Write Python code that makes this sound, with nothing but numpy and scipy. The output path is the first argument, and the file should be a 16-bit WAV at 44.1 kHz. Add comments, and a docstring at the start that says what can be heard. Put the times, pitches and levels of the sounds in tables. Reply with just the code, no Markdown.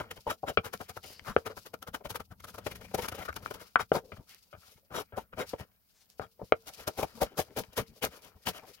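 """In a quiet kitchen, a two-port microphone hangs close over a plastic board where a big knife minces herbs.
Each stroke crushes leaves (crackling grains) and grinds the edge on the board, whose modes ring short and hollow;
some strokes begin with a bare knock, a brief force on the same modes. Scrapes make the steel blade sing.
Between strokes leaves rustle as coloured grains and the worktop rumbles as low noise, all over a faint room tone."""
import sys
import numpy as np
from scipy import signal
from scipy.fft import rfft, irfft, next_fast_len
from scipy.io import wavfile
from scipy.ndimage import uniform_filter1d

SR = 44100
rng = np.random.default_rng(int(sys.argv[2]) if len(sys.argv) > 2 else 0)


def store_pcm(level_fs):
    """Save levels as 16-bit WAV."""
    pcm = np.round(np.clip(level_fs, -1, 1) * 32767).astype(np.int16)
    wavfile.write(sys.argv[1], SR, np.atleast_2d(pcm).T)


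def convert_level_to_amplitude(level_db):
    """Map a level in decibels to its linear amplitude factor."""
    exponent = np.asarray(level_db, float) / 20
    return 10 ** exponent


N = 388080
T = np.arange(N) / SR  # time [s]

# hush of the kitchen: (frequency [Hz], relative density [dB per Hz])
ROOM_TONE_COLOUR = [(15, -21.5), (25, -0.5), (80, 2), (120, -12.5), (157, 0.5), (354, -14), (405, -16.5),
                    (3920, -30.5), (7710, -24.5), (14400, -9), (16000, -9)]
# the cook leaning and shifting on the worktop: (time [s], level [dB])
LEANING = [(0, -53.5), (.35, -89), (.7, -65), (1.15, -69), (1.7, -67.5), (2.0, -69), (2.27, -67.5),
           (2.6, -55), (3.2, -57.5), (3.55, -58), (3.72, -78.5), (4.05, -69.5), (4.3, -80), (5.2, -76.5),
           (5.5, -70), (5.8, -83), (6.6, -78.5), (7.3, -64.5), (7.95, -73), (8.8, -81)]
# worktop rumble: (frequency [Hz], relative density [dB per Hz])
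WORKTOP_COLOUR = [(12, -37), (20, -14), (70, 8), (102, 8), (146, -7), (184, 7), (260, -5.5), (340, -24.5),
                  (570, -120)]
# dull bumps through the worktop as board or hand lands: (peak time [s], level [dB])
BUMPS = [(.12, -60), (.185, -53.5), (.278, -41), (.442, -46), (.585, -32), (.66, -48), (.75, -52),
         (.82, -60), (.905, -50), (.98, -50), (1.06, -58), (1.222, -55), (1.371, -37), (1.475, -48),
         (1.505, -59), (1.58, -54), (1.89, -50), (1.92, -53), (1.95, -59), (2.068, -45), (2.115, -42.5),
         (2.16, -48), (2.205, -45), (2.317, -43.5), (2.45, -51), (2.55, -54), (2.675, -55), (2.72, -50),
         (2.77, -53), (2.83, -54), (2.95, -41), (2.99, -44), (3.03, -43), (3.09, -50), (3.13, -46),
         (3.2, -43), (3.3, -41.5), (3.37, -52), (3.435, -48.5), (3.515, -56), (3.56, -57), (3.62, -61),
         (3.77, -55.5), (3.83, -49), (3.926, -38.5), (4.135, -43), (4.19, -44.5), (4.545, -51), (4.58, -55),
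         (4.689, -65), (4.76, -61), (4.918, -47), (5.0, -63), (5.14, -46), (5.23, -58), (5.344, -50),
         (5.4, -59), (5.545, -55), (5.609, -39.5), (6.206, -43.5), (6.26, -58), (6.43, -41), (6.53, -46),
         (6.69, -55.5), (6.81, -55), (6.885, -47), (6.99, -44), (7.04, -41), (7.225, -46), (7.39, -42.5),
         (7.59, -43), (7.69, -53), (7.8, -51), (7.9, -55), (8.045, -47), (8.09, -52), (8.359, -52.5),
         (8.475, -45.5), (8.51, -54)]
# short swells of noise, narrow or wide: board tones, leaf swishes and low thuds:
# (peak time [s], length [ms], level [dB], centre [Hz], width [Hz])
NOISE_SWELLS = [(3.798, 17, -29, 1340, 170), (4.045, 52, -52.5, 480, 32), (4.097, 31, -56.5, 513, 40),
                (7.511, 29, -52, 465, 150), (7.8, 30, -53, 200, 50), (7.157, 49, -52.5, 222, 18),
                (1.095, 180, -59, 4780, 490), (1.117, 160, -68, 3000, 130), (1.290, 59, -42, 1250, 420),
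                (4.322, 88, -64.5, 2330, 880), (7.235, 50, -45, 190, 87), (7.601, 36, -45.5, 190, 70),
                (7.805, 37, -42.5, 190, 70), (8.062, 33, -67, 200, 63), (8.490, 30, -45.5, 186, 35),
                (4.198, 25, -53.5, 240, 200), (7.328, 40, -58, 380, 140), (5.971, 77, -68.5, 6040, 3500),
                (6.022, 26, -64, 4900, 5700), (6.118, 47, -70, 6500, 2700), (6.232, 33, -65, 3280, 78),
                (4.838, 33, -71, 546, 40), (5.388, 30, -45, 210, 51), (1.3, 32, -39, 220, 55),
                (7.903, 66, -59, 200, 97), (8.147, 54, -65, 1500, 150), (8.637, 27, -49.5, 760, 210),
                (8.704, 24, -57, 520, 89)]
# flat scrapes that make the steel blade sing: (peak time [s], rise [ms], fall [ms], level [dB])
SCRAPES = [(.305, 10, 21, -55.5), (.490, 12, 10, -53.5), (1.280, 15, 68, -72), (3.810, 7.2, 12, -55.5),
           (3.960, 9.6, 19, -58.5), (4.975, 27, 30, -55), (5.412, 10, 13, -56), (6.230, 19, 23, -76.5),
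           (3.042, 8, 8, -63)]
# modes of the steel blade: (frequency [Hz], width [Hz], relative level [dB])
BLADE_MODES = [(3300, 90, 1), (3780, 110, 5.5), (5616, 100, 3.5), (7150, 89, -3.5), (7164, 60, 2),
               (8960, 110, -3), (10500, 70, -2), (12300, 60, -10.5), (12900, 100, -6), (14300, 60, -6.5),
               (15300, 60, -5)]
# pushed leaves: (frequency [Hz], relative density [dB per Hz])
RUSTLE_COLOUR = [(710, -47), (1200, -16.5), (1290, -11), (1790, -22), (2530, -7), (3360, -7), (4860, -0.5),
                 (8080, -10.5), (12100, -6), (16000, -11.5)]
# cut leaves: (frequency [Hz], relative density [dB per Hz])
CRACKLE_COLOUR = [(1470, -27.5), (2500, -4), (3570, -1), (4480, -2), (5350, -0.5), (6060, 0), (7830, -7),
                  (11700, 0.5), (13800, -3), (15200, -7), (16000, -0.5)]
# leaves across the two ports: (frequency [Hz], left minus right [dB])
LEAVES_BALANCE = [(2500, 9.5), (4400, 6.5), (8000, 1), (15000, 0.7)]
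# the blade resting and dragging between strokes: (time [s], board [dB], edge [dB], leaf rustle [dB])
DRAG = [(0, -51, -48, -62.5), (.3, -87, -88, -71), (.7, -88, -72, -65), (1.1, -67.5, -76, -62.5),
        (1.7, -74, -90, -67), (2.1, -84, -74, -80), (2.3, -84, -99, -76), (2.6, -62, -64.5, -55),
        (3.1, -74, -81, -62.5), (3.6, -65, -60, -62), (3.8, -95, -92, -73.5), (4.15, -75, -88, -66),
        (4.6, -91, -83, -70.5), (5.299, -88, -83.5, -82), (5.55, -78, -68.5, -62), (5.7, -88, -83, -79),
        (6.08, -82, -91, -68.5), (6.3, -87.5, -90.5, -71), (6.47, -82, -81, -65.5), (6.6, -74, -77, -66.5),
        (6.75, -68, -68, -59), (6.95, -61.5, -63.5, -58), (7.7, -71.5, -67.5, -71), (8.198, -78, -79, -66),
        (8.8, -79.5, -75, -63.5)]
# cuts and sweeps: (peak time [s], nominal length [ms], board [dB], edge [dB], leaf crackle [dB])
STROKES = [(.006, 28, -42, -40.5, -49.5), (.113, 9.7, -36.5, -37, -37), (0.172, 26, -50.5, -55, -54),
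           (.280, 23, -37, -39.5, -53), (0.305, 30, -35.5, -34, -38.5), (.489, 37.4, -36, -36.5, -46),
           (.659, 33.6, -42.5, -41, -43.5), (0.738, 15.7, -38, -37, -36.5),
           (0.811, 15.7, -39.5, -41.5, -43), (.898, 20.5, -45.5, -46, -45), (.971, 16, -47, -49, -47),
           (1.044, 16, -49.5, -46, -53), (1.090, 113, -64, -84, -49), (1.282, 60, -54, -45, -48.5),
           (1.466, 18.6, -38.5, -38, -40.5), (1.506, 35, -47.5, -51.5, -57.5), (1.575, 18, -47, -46, -44),
           (1.664, 16.4, -47.5, -48.5, -47.5), (1.741, 8.7, -39.5, -40.5, -42),
           (1.828, 13, -47.5, -45.5, -45), (1.879, 15.5, -43.5, -42.5, -45),
           (1.947, 17.2, -36.5, -36, -38.5), (2.009, 17, -52.5, -65, -77), (2.057, 21.5, -43.5, -44, -47.5),
           (2.108, 25, -45, -44.5, -42.5), (2.156, 19.4, -44.5, -36, -39.5), (2.204, 10.8, -45, -38, -42),
           (2.319, 24, -59.5, -54, -61.5), (2.404, 9.6, -63, -49, -50), (2.445, 11.7, -64, -43, -44),
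           (2.487, 30, -58, -52, -47.5), (2.546, 15, -52, -44.5, -47.5), (2.584, 11, -41, -43, -43),
           (2.668, 9.9, -27.5, -33, -33), (2.716, 20, -51, -45.5, -44), (2.758, 15, -52.5, -52, -43),
           (2.816, 16, -51, -52, -53), (2.850, 14, -51, -51, -46.5), (2.916, 18, -52, -57, -57),
           (2.946, 12.2, -28, -35.5, -35.5), (2.99, 25, -33.5, -42.5, -39.5), (3.039, 44, -44, -39.5, -41),
           (3.086, 10, -44.5, -34.5, -34.5), (3.124, 14.5, -38, -40.5, -43), (3.153, 25, -49, -50, -45),
           (3.193, 37, -43, -45, -47.5), (3.222, 32, -48.5, -45, -46.5), (3.258, 14, -56, -40.5, -47),
           (3.291, 14.2, -48, -30.5, -46.5), (3.329, 5.8, -60, -47, -54), (3.366, 11.4, -39.5, -40.5, -38),
           (3.431, 22, -55, -55, -50.5), (3.469, 41, -58, -59, -56), (3.511, 11.4, -35, -37.5, -38.5),
           (3.547, 23, -49.5, -46.5, -42.5), (3.614, 26, -50.5, -49.5, -46.5),
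           (3.662, 62, -74.5, -64, -60.5), (3.806, 24.5, -40.5, -31.5, -43), (3.957, 48, -34.5, -37, -42.5),
           (4.172, 19, -53, -54, -64), (4.203, 43, -61, -84, -74), (4.315, 82, -95, -67, -52),
           (4.660, 95, -75, -67, -58.5), (4.724, 52, -73.5, -78, -62), (4.777, 19, -69, -66, -66),
           (4.922, 32.7, -51.5, -50, -74), (4.972, 76, -38.5, -38.5, -41.5), (5.179, 23, -36.5, -43, -48),
           (5.205, 44, -56, -65, -56), (5.335, 15.6, -50.5, -45, -81), (5.403, 52.7, -35.5, -38, -45),
           (5.497, 80, -82, -61.5, -51.5), (5.538, 11, -34.5, -46, -77), (5.609, 47, -53, -52.5, -56.5),
           (6.224, 42, -54, -47, -68), (6.397, 9.2, -49, -80, -71.5), (6.424, 27, -42.5, -89, -84),
           (6.68, 33, -50, -49.5, -44.5), (6.798, 33, -54, -55.5, -46.5), (6.878, 14.8, -27, -31.5, -30),
           (6.991, 35.4, -36.5, -45.5, -35.5), (7.032, 19.6, -30, -50, -37), (7.181, 35, -53, -72, -63),
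           (7.22, 25.3, -27, -36.5, -29), (7.265, 12, -56, -52, -53), (7.320, 32, -60.5, -86, -86),
           (7.387, 34.3, -31, -40.5, -30.5), (7.577, 33.8, -31.5, -42.5, -31.5),
           (7.640, 17, -60, -58.5, -56), (7.733, 19, -58.5, -85, -57), (7.782, 34.3, -31, -36, -31),
           (7.973, 26, -64, -85, -56.5), (8.037, 36.5, -32.5, -35, -30.5), (8.136, 50, -58, -56, -58),
           (8.173, 44, -61.5, -59.5, -58), (8.254, 77, -59.5, -60.5, -58.5), (8.368, 15, -62, -81, -80),
           (8.474, 32.2, -33, -33, -30.5), (8.565, 66, -55, -49.5, -48), (8.683, 57, -60.5, -71, -55.5)]
# bare blade on board, force as rms over 5 ms: (time [s], on deep modes [dB], on middle modes [dB],
# on high modes [dB], rattle relative to blow [dB], rattle fade [ms])
KNOCKS = [(.267, -35, -52, -66, 4.5, 18.4), (0.431, -43.5, -63, -81, 7.5, 11.6),
          (.573, -28.5, -24.5, -20.5, 0.5, 7.9), (1.364, -19.5, -23.5, -28.5, -10.5, 9.7),
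          (3.757, -39.5, -16.5, -35.5, -1, 6.8), (3.917, -29.5, -38, -41, 8, 5),
          (4.119, -53.5, -56, -47.5, 8, 11.4), (4.528, -61.5, -58, -62.5, 6.5, 20),
          (5.123, -57.5, -54, -72, 3.5, 40), (5.335, -66.5, -52.5, -56, -5.5, 8.5),
          (5.535, -48, -64, -66, 0.5, 8.7), (5.598, -49.5, -60, -52.5, -9, 10),
          (6.416, -42.5, -73, -80.5, -10.5, 9.3), (6.196, -38, -42.5, -64, -13.5, 25),
          (6.522, -17.5, -21.5, -19, -11.5, 5.6), (7.030, -33, -62, -39.5, -5, 11)]
# how long a blow pushes each family of modes: (deep [ms], middle [ms], high [ms])
CONTACT_MS = [1.5, 0.5, 0.25]
# modes of the board on the worktop: (frequency [Hz], width [Hz], relative level [dB],
# left minus right [dB], left leads by [rad], reduced below 1500 Hz)
BOARD_MODES = [(90, 130, -12, -11.5, 4), (193, 300, -28, -14.5, 3.5), (246, 170, -21.5, -10.5, 2.5),
               (378.7, 25, -2.5, -2.5, 7), (453, 7.3, -6.5, 1, 0.3), (512.6, 93, 5, 0.5, -1.14),
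               (625, 124, 2.5, 6.5, 1.83), (752, 130, 4.5, 8, 0.75), (882, 100, 3, 2.5, -1.6),
               (997, 70, -6.5, 7, 1.5), (1200, 190, -4.5, -2.5, 4.4), (1300, 294, 1.5, 4, 0.42),
               (1398, 230, 2.5, 3, 2.34), (1700, 310, -7.5, 5.5, 1.8), (1903, 120, -4.5, -9.5, 0.47),
               (2134, 190, 0.5, 2.5, 0), (2366, 120, 2.5, 9.5, 2.14), (2580, 200, -7.5, 13, -3),
               (2970, 390, 1.5, 7.5, 1.68), (3300, 380, -15, -4.5, 3.5), (3940, 240, -7.5, -2.5, 1.8),
               (4480, 810, -8.5, 4.5, 5.5), (5050, 340, -20.5, 3, 0), (6590, 420, -33.5, 3.5, 6)]
# where the blade meets the board:
# (time [s], favoured deep pitch [Hz], favoured upper pitch [Hz], left minus right [dB])
PLACE = [(0.0, 580, 1460, 4.0), (1.08, 500, 1440, 9), (1.13, 519, 2320, 11.5), (1.32, 480, 1230, 10),
         (1.91, 610, 1410, 7), (2.38, 372, 1340, 7.5), (2.43, 554, 1420, 6.5), (2.67, 506, 1290, 9.5),
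         (2.87, 600, 2260, 10), (2.91, 499, 1450, 9), (4.88, 599, 1510, 7.5), (5.86, 390, 1640, 7.5),
         (5.93, 539, 1890, 14), (6.42, 506, 1240, 8), (6.67, 667, 1510, 6.0), (7.77, 443, 1660, 8.5),
         (8.21, 562, 1550, 9), (8.33, 383, 1600, 8.5), (8.55, 670, 1630, 5.5), (8.8, 523, 1820, 15.5)]

RISE_SHARE = 0.41  # basic share of a swell's length spent before its peak


def unit(x):
    """Scale to rms 1."""
    return x / np.sqrt(np.mean(x ** 2))


def colour(x, points):
    """Filter by (frequency [Hz], gain [dB]) points joined on a log axis."""
    hz, db = np.transpose(points)
    size = next_fast_len(N)
    f = np.maximum(np.arange(size // 2 + 1) * SR / size, 1)
    gain = convert_level_to_amplitude(np.interp(np.log(f), np.log(hz), db))
    return irfft(rfft(x, size) * gain, size)[..., :N]


def grains(spread_db):
    """Dense tiny clicks of very unequal size."""
    size = convert_level_to_amplitude(spread_db * rng.standard_exponential(N))
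    return unit(rng.standard_normal(N) * size)


def flutter(hz, depth_db):
    """Uneven grip: a smoothed random gain, redrawn about hz times a second."""
    k = int(SR / hz)
    steps = np.repeat(rng.standard_normal(N // k + 1), k)[:N]
    return unit(convert_level_to_amplitude(depth_db * uniform_filter1d(steps, k // 2 + 1)))


def swell(peak, rise, fall, sharp_rise=1.08, sharp_fall=0.81, flat_ms=40.0):
    """A swell around peak s, flatter on top the longer its rise and fall [ms]; returns samples and gain."""
    near = slice(max(int((peak - rise / 250 - .004) * SR), 0), int((peak + fall / 130 + .02) * SR))
    ms = (T[near] - peak) * 1000
    power = np.where(ms < 0, sharp_rise, sharp_fall) + (rise + fall) / flat_ms
    scale = np.where(ms < 0, max(rise, .3), max(fall, .3))
    return near, np.exp(-np.abs(ms / scale) ** power)


def fade(x, seconds):
    """What a level leaves behind: a running average with an exponential fade."""
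    keep = np.exp(-1 / (seconds * SR))
    return signal.lfilter([1 - keep], [1, -keep], x)


def poles(hz, width):
    """Turn and fade per sample of a resonance of this frequency and width [Hz]."""
    return np.exp(np.pi * (2j * hz - width) / SR)


def modes(force, row, drive, step, pole, left, right):
    """Two-pole resonators; each has its force row, slow drive gain and complex path (gain, phase) to each port."""
    out = np.zeros((2, N))
    for k, p in enumerate(pole):
        push = np.sqrt(2 - 2 * abs(p) ** 2) * np.repeat(drive[k], step)[:N] * force[row[k]]
        ring = [1, -2 * p.real, abs(p) ** 2]
        for port, path in enumerate((left[k], right[k])):
            out[port] += signal.lfilter([path.imag, -(path * p.conjugate()).imag], ring, push)
    return out


def room_tone(level_db=-70):
    """The quiet kitchen: steady coloured noise, independent at each port."""
    return convert_level_to_amplitude(level_db) * unit(colour(rng.standard_normal((2, N)), ROOM_TONE_COLOUR))


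def room(x, t60_s=0.077, level_db=-17.5):
    """Hard kitchen walls: a short diffuse tail, different at each port and duller than the source."""
    t = np.arange(int(.3 * SR)) / SR
    tail = rng.standard_normal((2, len(t))) * 1000 ** (-t / t60_s) * (t > .003)
    tail = signal.lfilter([1], [1, -.6], tail)
    tail /= np.sqrt((tail ** 2).sum(axis=1).mean())
    return convert_level_to_amplitude(level_db) * signal.fftconvolve(x.mean(axis=0)[None], tail, axes=1)[:, :N]


def worktop(push, balance_db=4.0, apart=0.19):
    """Low rumble through the worktop, nearly the same at both ports; it swells with each push and bump."""
    # the worktop answers the push on the board a little late
    thump_db, thump_power, lag_s, fade_s = -42.5, 0.72, .012, 0.042
    late = np.interp(T - lag_s, T, fade(push, fade_s))
    s, db = np.transpose(LEANING)
    leaning = convert_level_to_amplitude(np.interp(T, s, db)) * flutter(9.9, 1.8)
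    rumble = np.sqrt(convert_level_to_amplitude(thump_db) ** 2 * late ** thump_power + leaning ** 2)
    bumps = np.zeros(N)
    for peak, peak_db in BUMPS:
        near, gain = swell(peak, 6.4, 13)  # rise and fall [ms]
        bumps[near] += (convert_level_to_amplitude(peak_db) * gain) ** 2
    mid, side, deep = unit(colour(rng.standard_normal((3, N)), WORKTOP_COLOUR))
    # a bump rocks only the slowest modes, below 175 Hz, whose strength wavers little while it lasts
    deep = signal.sosfilt(signal.butter(2, 175, fs=SR, output="sos"), deep)
    deep = unit(deep / np.sqrt(uniform_filter1d(deep ** 2, size=900)))
    mid = rumble * mid + np.sqrt(bumps) * deep
    side = apart * np.sqrt(rumble ** 2 + bumps) * side
    return np.array([convert_level_to_amplitude(balance_db / 2) * (mid + side), convert_level_to_amplitude(-balance_db / 2) * (mid - side)])


def noise_swells():
    """Short swells of noise through one resonance each: board tones, leaf swishes and low thuds."""
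    noise, out = rng.standard_normal(N), np.zeros((2, N))
    for peak, ms, db, hz, width in NOISE_SWELLS:
        near, gain = swell(peak, RISE_SHARE * ms, (1 - RISE_SHARE) * ms)
        pole = poles(hz, width)
        burst = signal.lfilter([np.sqrt(2 - 2 * abs(pole) ** 2)], [1, -pole], gain * noise[near]).imag
        out[:, near] += convert_level_to_amplitude(db + np.array([[2.5], [-2.5]])) * burst  # stronger at the left port
    return out


def blade():
    """Flat scrapes drive the steel blade with noise, and it sings in its high modes."""
    noise, force = rng.standard_normal(N), np.zeros((1, N))
    for peak, rise, fall, db in SCRAPES:
        near, gain = swell(peak, rise, fall)
        force[0, near] += convert_level_to_amplitude(db) * gain * noise[near]
    hz, width, db = np.transpose(BLADE_MODES)
    # the blade's short waves reach the two ports out of step
    left = convert_level_to_amplitude(db + 1.5) + 0j
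    right = convert_level_to_amplitude(db + 1.0) * 1j * (-1) ** np.arange(len(hz))
    same_row, steady = np.zeros(len(hz), np.int64), np.ones((len(hz), 1))
    return modes(force, same_row, steady, N, poles(hz, width), left, right)


def leaves(cut, pushed, alike=0.23):
    """Grains all along the edge, mostly different at each port; pushed leaves sound duller and come in gusts."""
    own = np.array([grains(2.4), grains(1.88)])
    pair = alike * grains(2.4) + np.sqrt(1 - alike ** 2) * own
    uneven = flutter(250, 1.5) * flutter(700, 1.2) * flutter(70, 3.1)
    crackle = unit(colour(pair, CRACKLE_COLOUR)) * cut * uneven
    gusts = pushed * flutter(45, 4.7)
    rustle = unit(colour(np.array([grains(2.74), grains(3.6)]), RUSTLE_COLOUR)) * gusts
    left, right = crackle + rustle
    return np.array([colour(left, [(hz, db / 2) for hz, db in LEAVES_BALANCE]),
                     colour(right, [(hz, -db / 2) for hz, db in LEAVES_BALANCE])])


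def contact():
    """Pressure of the blade over time, as gains for board, edge, cut leaves and pushed leaves."""
    # cuts into thick leaves, crackling above this level, peak sooner; long strokes gather more gradually
    bite_share, thick_db, slow_rise_per_ms = 0.1, -39.5, 0.00064
    settle_db, settle_s = -23.5, 0.026
    power = np.zeros((4, N))
    for peak, ms, board_db, edge_db, leaf_db in STROKES:
        bite = bite_share * np.clip((leaf_db - thick_db) / 6, 0, 1)
        rise = (RISE_SHARE - bite) * ms + slow_rise_per_ms * ms ** 2
        near, gain = swell(peak, rise, ms - rise)
        # a slow stroke that hardly touches the board pushes leaves aside instead of cutting them
        pushed = np.clip((leaf_db - board_db - 13.5) / 5, 0, 1) * np.clip((ms - 22) / 8, 0, 1)
        share = np.array([1, 1, 1 - pushed, pushed])
        level = convert_level_to_amplitude(np.array([board_db, edge_db, leaf_db, leaf_db]))
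        power[:, near] += (share * level ** 2)[:, None] * gain ** 2
    # after a stroke the cut leaves settle
    power[3] += convert_level_to_amplitude(settle_db) ** 2 * fade(power[2], settle_s)
    s, *columns = np.transpose(DRAG)
    power[[0, 1, 3]] += [(convert_level_to_amplitude(np.interp(T, s, db)) * flutter(14, 4.0)) ** 2 for db in columns]
    return np.sqrt(power)


def grind(deep, edge, crackle, rustle):
    """The edge sticks and slips on the board: one grainy friction force for each family of modes."""
    # the highest modes also feel the leaves bursting
    high = convert_level_to_amplitude(0.5) * edge ** 0.67 * (crackle + rustle) ** 0.33
    force = [deep * flutter(150, 2.9) * grains(2.74),
             edge * flutter(200, 4.0) * grains(3.1),
             high * flutter(250, 1.8) * grains(3.0)]
    # friction holds little below the board's range or far above each family
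    bands = [signal.butter(2, [60, hz], "band", fs=SR, output="sos") for hz in (1500, 2600, 9000)]
    return np.array([signal.sosfilt(band, f) for band, f in zip(bands, force)])


def knocks():
    """A blow, then the board rattles on the worktop; one force for each family of modes."""
    force, noise = np.zeros((3, N)), grains(3.2)
    for s, deep_db, middle_db, high_db, rattle_db, ms in KNOCKS:
        i, after = int(s * SR), np.arange(int(.15 * SR))
        blow = convert_level_to_amplitude(rattle_db) * np.exp(-after / (ms / 1000 * SR)) * noise[i:i + len(after)]
        blow[0] = -np.sqrt(SR / 200)  # a spike of rms 1 over 5 ms
        force[:, i:i + len(after)] += convert_level_to_amplitude(np.array([deep_db, middle_db, high_db]))[:, None] * blow
    # the board gives way and springs back: one smooth press and release instead of a spike
    turn = [np.clip(.5 + np.arange(-28, 44) / (ms / 1000 * SR), 0, 1) for ms in CONTACT_MS]
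    push = [np.sin(2 * np.pi * u) * np.sin(np.pi * u) for u in turn]
    force = np.array([np.convolve(f, 2 * p / np.abs(p).sum())[:N] for f, p in zip(force, push)])
    # plastic is too soft to pass on the top of a blow
    return signal.sosfilt(signal.butter(4, 3400, fs=SR, output="sos"), force)


def board(force, favour_db=8.0, octaves=0.24, scatter_db=5.0, usual_pan_db=7.5):
    """Each mode rings on its family's force; the place of contact favours some modes and shifts the balance."""
    step = 32  # samples per drive value
    hz, width, db, balance_db, lead = np.transpose(BOARD_MODES)
    # families: 0 deep, 1 middle (above 1050 Hz), 2 high (above 1600 Hz)
    family = (hz > 1050).astype(np.int64) + (hz > 1600)
    s, *columns = np.transpose(PLACE)
    deep_hz, upper_hz, pan_db = (np.interp(T[::step], s, c) for c in columns)
    favoured_hz = np.where(family[:, None] == 0, deep_hz, upper_hz)
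    apart = np.log2(hz[:, None] / favoured_hz) / octaves
    # mode strengths scatter anew about every 44 ms
    count = len(deep_hz)
    scatter = np.repeat(rng.standard_normal((len(hz), 200)), count // 200 + 1, axis=1)[:, :count]
    drive = convert_level_to_amplitude(db[:, None] + favour_db * np.exp(-apart ** 2) + scatter_db * scatter)
    drive *= np.sqrt(width)[:, None]
    # deep modes together, and upper modes together, keep a constant total drive
    for group in (family == 0, family > 0):
        drive[group] /= np.sqrt((drive[group] ** 2).sum(axis=0))
    # long waves reach both ports nearly in step
    lead = lead * np.clip(hz / 1500, 0, 1)
    left = convert_level_to_amplitude(balance_db / 2) + 0j
    right = convert_level_to_amplitude(-balance_db / 2) * np.exp(-1j * lead)
    out = modes(force, family, drive, step, poles(hz, width), left, right)
    shift_db = np.repeat(pan_db - usual_pan_db, step)[:N] / 2
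    return out * convert_level_to_amplitude(np.array([shift_db, -shift_db]))


def scene():
    """Knife, board and leaves close under the microphone, with the worktop and kitchen around them."""
    deep, edge, crackle, rustle = contact()
    blows = knocks()
    ringing = board(grind(deep, edge, crackle, rustle) + blows)
    near = ringing + blade() + noise_swells() + leaves(crackle, rustle)
    push = deep ** 2 + convert_level_to_amplitude(10.5) * blows[0] ** 2
    return near + room(near) + worktop(push) + room_tone()


def band_limit(x):
    """A steep low-pass at the top of the band."""
    return signal.sosfilt(signal.butter(12, 16670, fs=SR, output="sos"), x)


def record(dry):
    """The recorder rounds the loudest peaks and cuts the top above 15850 Hz."""
    rounded = 1.15 * np.tanh(dry / 1.15)
    mix = signal.sosfilt(signal.ellip(8, .2, 60, 15850, fs=SR, output="sos"), rounded)
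    return band_limit(mix)


dry = scene()
out = record(dry)
store_pcm(out)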